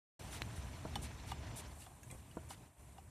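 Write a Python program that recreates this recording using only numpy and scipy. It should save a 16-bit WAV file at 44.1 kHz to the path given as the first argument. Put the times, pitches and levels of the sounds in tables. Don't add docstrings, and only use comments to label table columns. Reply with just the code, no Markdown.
import sys
import numpy as np
from scipy import signal
from scipy.fft import rfft, irfft
from scipy.io import wavfile

SR = 44100
rng = np.random.default_rng(int(sys.argv[2]) if len(sys.argv) > 2 else 0)


def pcm_store(signal):
    levels = np.round(np.clip(np.atleast_2d(signal), -1, 1) * 32767)
    wavfile.write(sys.argv[1], SR, levels.astype(np.int16).T)


N = 136710
TIME = np.arange(N) / SR
EVENT_TIME = TIME[:SR // 6]

# time in seconds, rumble in dB, drive of grind and crunch in dB, fizz in dB.
ROLL_LEVELS = [(.2, -51.5, -56, -62.5), (.42, -47.5, -56, -65), (.8, -50.5, -57.5, -66.5),
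               (1.0, -44, -56, -67), (1.14, -51.5, -57, -69.5), (1.38, -46.5, -57.5, -70),
               (1.622, -51, -55.5, -68.5), (1.8, -58.5, -63, -64), (1.99, -59, -65.5, -69.5),
               (2.13, -55.5, -62, -63), (2.26, -58, -64.5, -69.5), (2.42, -53, -62.5, -67),
               (2.66, -58, -64.5, -70), (2.72, -69, -70, -75.5), (2.765, -74, -71, -74),
               (2.80, -57.5, -65, -67.5), (3.1, -59.5, -66.5, -71.5)]
# frequency in Hz, relative density in dB.
RUMBLE_SPECTRUM = [(22, -45), (48, -10), (67, 0.5), (90, -4), (120, -5), (175, -13.5), (290, -20.5),
                   (450, -26), (2000, -73.5)]
# frequency in Hz, relative density in dB.
GRIND_SPECTRUM = [(120, -16.5), (290, 2), (510, -5.5), (620, 4), (780, 1), (1000, 1.5), (1400, -9),
                  (2500, -13), (6000, -46.5)]
# frequency in Hz, relative density in dB.
CRUNCH_SPECTRUM = [(600, -14.5), (1500, 3), (2400, 2), (4300, -2), (4850, -5.5), (5600, -2.5), (7000, -6),
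                   (10000, -20.5), (14500, -30.5)]
# frequency in Hz, relative density in dB.
FIZZ_SPECTRUM = [(2000, -41), (5600, -13.5), (7000, -2.5), (8400, 2.5), (10000, -1), (11500, -4),
                 (14500, -10.5)]
# frequency in Hz, side against middle in dB.
SNOW_WIDTH = [(3000, -78), (4500, -30), (6500, -7), (13000, -5)]

# start in seconds, length in seconds, hiss in dB, crush in dB.
HOOF_SCUFFS = [(0.307, 0.074, -53.5, -51.5), (0.553, 0.045, -57.5, -65), (1.015, 0.053, -51.5, -54.5),
               (1.259, 0.068, -59.5, -56), (1.556, 0.058, -48.5, -56.5), (1.783, 0.074, -59, -61.5),
               (2.486, 0.057, -54.5, -56.5)]
# frequency in Hz, relative density in dB.
HISS_SPECTRUM = [(2000, -18), (5000, -12.5), (7000, -7.5), (9700, -1.5), (11000, -9.5), (14500, -19)]
# frequency in Hz, relative density in dB.
CRUSH_SPECTRUM = [(250, -6), (800, -8.5), (1800, -0.5), (4500, -4), (7000, -9.5), (12000, -16.5)]

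# start in seconds, ring gain in dB, tilt in dB per octave, pitch factor, crack in dB.
SHAFT_KNOCKS = [(.955, -35.5, 0.1, 1, -41.5), (1.3152, -34.5, -2, 0.97, -47), (1.863, -49, -3, 0.95, -58.5),
                (2.505, -43.5, -2.5, 0.99, -50.5), (2.98, -49, -3, 0.96, -63)]
# frequency in Hz, relative level in dB, T60 in seconds.
SHAFT_MODES = [(795, -0.5, 0.038), (963, -4.5, 0.027), (1220, -12.5, 0.071), (1600, -8, 0.016),
               (2176, -17.5, 0.028), (2986, -7, 0.057), (3570, -4, 0.023), (4400, -7, 0.014),
               (5470, -17.5, 0.081), (8620, -14, 0.039)]
# frequency in Hz, relative density in dB.
CRACK_SPECTRUM = [(400, -4.5), (900, 4.5), (1800, 1), (5800, -2), (14000, -11.5)]

# start in seconds, gain in dB, pitch factor.
BODY_THUDS = [(0.8514, -36, 0.96), (0.856, -42.5, 1.03), (1.535, -48, 0.71), (2.104, -52, 0.747),
              (2.126, -49.5, .8), (2.149, -50.5, 0.796), (2.3698, -36, 0.99), (2.3741, -43.5, 1.05)]
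# frequency in Hz, relative level in dB, T60 in seconds.
BODY_MODES = [(206, -1, 0.027), (333, 0.5, 0.045), (468, -4.5, 0.033), (646, -7, 0.075), (934, -3.5, 0.026),
              (1400, -15, 0.061)]
# frequency in Hz, relative density in dB.
PUFF_SPECTRUM = [(60, 16), (160, 19), (600, -10), (3000, -32)]

# frequency in Hz, level in dB, T60 in seconds.
DROP_RING_MODES = [(150, -42, .05), (4020, -39.5, .022)]

# start in seconds, gain in dB, tilt in dB per octave, pitch factor.
BUCKLE_CLINKS = [(1.822, -52.5, -3, 1.36), (2.032, -56.5, 1.5, .8), (2.102, -49.5, -6, 1.17),
                 (2.112, -50.5, 1.5, 1), (2.312, -56, -7, 1.4)]
# frequency in Hz, relative level in dB, T60 in seconds.
BUCKLE_MODES = [(2077, -2.5, 0.058), (2300, -3, 0.015), (3370, -9, 0.063), (7850, -3, 0.016),
                (8140, -6, 0.078), (8300, -6, .03)]

MODE_RISE_S, CRACK_RISE_S = .00066, .0005


def wheels(firm_db=-56, lump_db=.5, lump_hz=30, crunch_db_per_db=1.474):
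    times_s, *levels_db = np.transpose(ROLL_LEVELS)
    rumble_db, drive_db, fizz_db = (np.interp(TIME, times_s, db) for db in levels_db)
    over_firm_db = drive_db - firm_db + lump_db * wander(lump_hz)
    rumble = unit(colour(rng.standard_normal(N), RUMBLE_SPECTRUM)) * amp(rumble_db)
    grind = snow(GRIND_SPECTRUM, N) * amp(firm_db - 2.5 + over_firm_db)
    crunch = snow(CRUNCH_SPECTRUM, N) * amp(firm_db - 3.5 + crunch_db_per_db * over_firm_db)
    fizz = snow(FIZZ_SPECTRUM, N) * amp(fizz_db)
    return rumble + grind + crunch + fizz


def snow(spectrum, size, grains_per_s=2500, spread_db=2, grain_share=.31):
    shape = (2, size)
    breaks = rng.random(shape) < grains_per_s / SR
    signs = rng.choice([-1, 1], shape)
    grains = unit(breaks * signs * amp(spread_db * np.minimum(rng.exponential(1, shape), 4)))
    texture = np.sqrt(grain_share) * grains + np.sqrt(1 - grain_share) * rng.standard_normal(shape)
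    mid, side = colour(clumps(texture), spectrum)
    side = colour(side, SNOW_WIDTH)
    return unit(np.array([mid + side, mid - side]))


def clumps(x, depth_db=2, width_hz=502, length_s=.015):
    hz, t, cells = signal.stft(x, SR, nperseg=256, noverlap=192)
    per_hz, per_s = np.fft.fftfreq(len(hz), hz[1])[:, None], np.fft.fftfreq(len(t), t[1])
    blur = np.exp(-2 * np.pi * ((per_hz * width_hz / 2) ** 2 + (per_s * length_s / 2) ** 2))
    patches = unit(np.fft.ifft2(np.fft.fft2(rng.standard_normal(blur.shape)) * blur).real)
    _, clumped = signal.istft(cells * amp(depth_db * patches), SR, nperseg=256, noverlap=192)
    return clumped[:, :x.shape[1]]


def hooves(crush_lag_s=.014, peak_fraction=.35):
    out, t = np.zeros((2, N)), EVENT_TIME
    for start_s, length_s, hiss_db, crush_db in HOOF_SCUFFS:
        pressure = np.interp(t / length_s, [0, peak_fraction, 1], [0, 1, 0]) ** .54
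        add(out, start_s, snow(HISS_SPECTRUM, len(t)) * pressure * amp(hiss_db))
        add(out, start_s + crush_lag_s, snow(CRUSH_SPECTRUM, len(t)) * pressure * amp(crush_db))
    return out


def shafts(judder_t60_s=.026):
    out, t = np.zeros((2, N)), EVENT_TIME
    for start_s, ring_db, tilt_db_per_oct, pitch, crack_db in SHAFT_KNOCKS:
        judder = rng.standard_normal(len(t)) * amp(-60 * t / judder_t60_s)
        contact = (t == 0) + .5 * judder / np.linalg.norm(judder)
        response = ring(SHAFT_MODES, tilt_db_per_oct, pitch, lag_s=.00453)
        add(out, start_s, amp(ring_db) * signal.fftconvolve(contact, response)[:len(t)])
        add(out, start_s, burst(CRACK_SPECTRUM, crack_db, t60_s=.045, rise_s=CRACK_RISE_S))
    return out


def cart_body():
    out = np.zeros((2, N))
    for start_s, gain_db, pitch in BODY_THUDS:
        puff = burst(PUFF_SPECTRUM, gain_db - 7, t60_s=.052, rise_s=MODE_RISE_S)
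        add(out, start_s, puff + amp(gain_db) * ring(BODY_MODES, pitch=pitch))
    return out


def drop(start_s=.4192, snap_db=-23, rise_s=.0002, t60_s=.006, ring_lag_s=.0018):
    out, t = np.zeros((2, N)), TIME[:SR // 20]
    from_hz, to_hz, glide_s = 100, 4600, .0009
    hz = to_hz + (from_hz - to_hz) * np.exp(-t / glide_s)
    envelope = np.minimum(t / rise_s, 1) * amp(snap_db - 60 * t / t60_s)
    add(out, start_s, envelope * np.sin(2 * np.pi * np.cumsum(hz) / SR))
    add(out, start_s, burst(CRACK_SPECTRUM, level_db=-37, t60_s=.007, rise_s=rise_s))
    add(out, start_s + ring_lag_s, ring(DROP_RING_MODES))
    return out


def buckle():
    out = np.zeros((2, N))
    for start_s, gain_db, tilt_db_per_oct, pitch in BUCKLE_CLINKS:
        snap = burst(HISS_SPECTRUM, gain_db + 2 * tilt_db_per_oct, t60_s=.022, rise_s=CRACK_RISE_S)
        add(out, start_s, snap + amp(gain_db) * ring(BUCKLE_MODES, tilt_db_per_oct, pitch))
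    return out


def ring(modes, tilt_db_per_oct=0, pitch=1, lag_s=0):
    out, lowest_hz = 0, modes[0][0]
    for hz, db, t60_s in modes:
        age_s = np.maximum(EVENT_TIME - lag_s * lowest_hz / hz, 0)
        attack = np.minimum(age_s / MODE_RISE_S, 1)
        decay = amp(db + tilt_db_per_oct * np.log2(hz / lowest_hz) - 60 * age_s / t60_s)
        detuned_hz = hz * pitch * rng.uniform(.99, 1.01)
        out = out + attack * decay * np.sin(2 * np.pi * detuned_hz * age_s)
    return out


def burst(spectrum, level_db, t60_s, rise_s):
    t = EVENT_TIME
    noise = unit(colour(rng.standard_normal(len(t)), spectrum))
    return noise * np.minimum(t / rise_s, 1) * amp(level_db - 60 * t / t60_s)


def colour(x, spectrum):
    hz, db = np.transpose(spectrum)
    bins_hz = np.fft.rfftfreq(x.shape[-1], 1 / SR)
    return irfft(rfft(x) * amp(np.interp(np.log(bins_hz + 1), np.log(hz), db)), x.shape[-1])


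def wander(rate_hz):
    bins_hz = np.fft.rfftfreq(N, 1 / SR)
    return unit(irfft(rfft(rng.standard_normal(N)) * np.exp(-(bins_hz / rate_hz) ** 2), N))


def amp(db):
    return 10 ** (np.asarray(db) / 20)


def unit(x):
    return x / np.sqrt(np.mean(x ** 2) + 1e-20)


def add(mix, start_s, sound):
    part = mix[:, max(round(start_s * SR), 0):][:, :sound.shape[-1]]
    part += sound[..., :part.shape[1]]


def scene():
    return wheels() + hooves() + shafts() + cart_body() + buckle() + drop()


def record(dry):
    start_s, fade_s, cutoff_hz = .192, .004, 14350
    faded = dry * np.clip((TIME - start_s) / fade_s, 0, 1)
    lowpass = signal.firwin(511, cutoff_hz, window=("kaiser", 9), fs=SR)
    return signal.oaconvolve(faded, lowpass[None], "same")


dry = scene()
out = record(dry)
pcm_store(out)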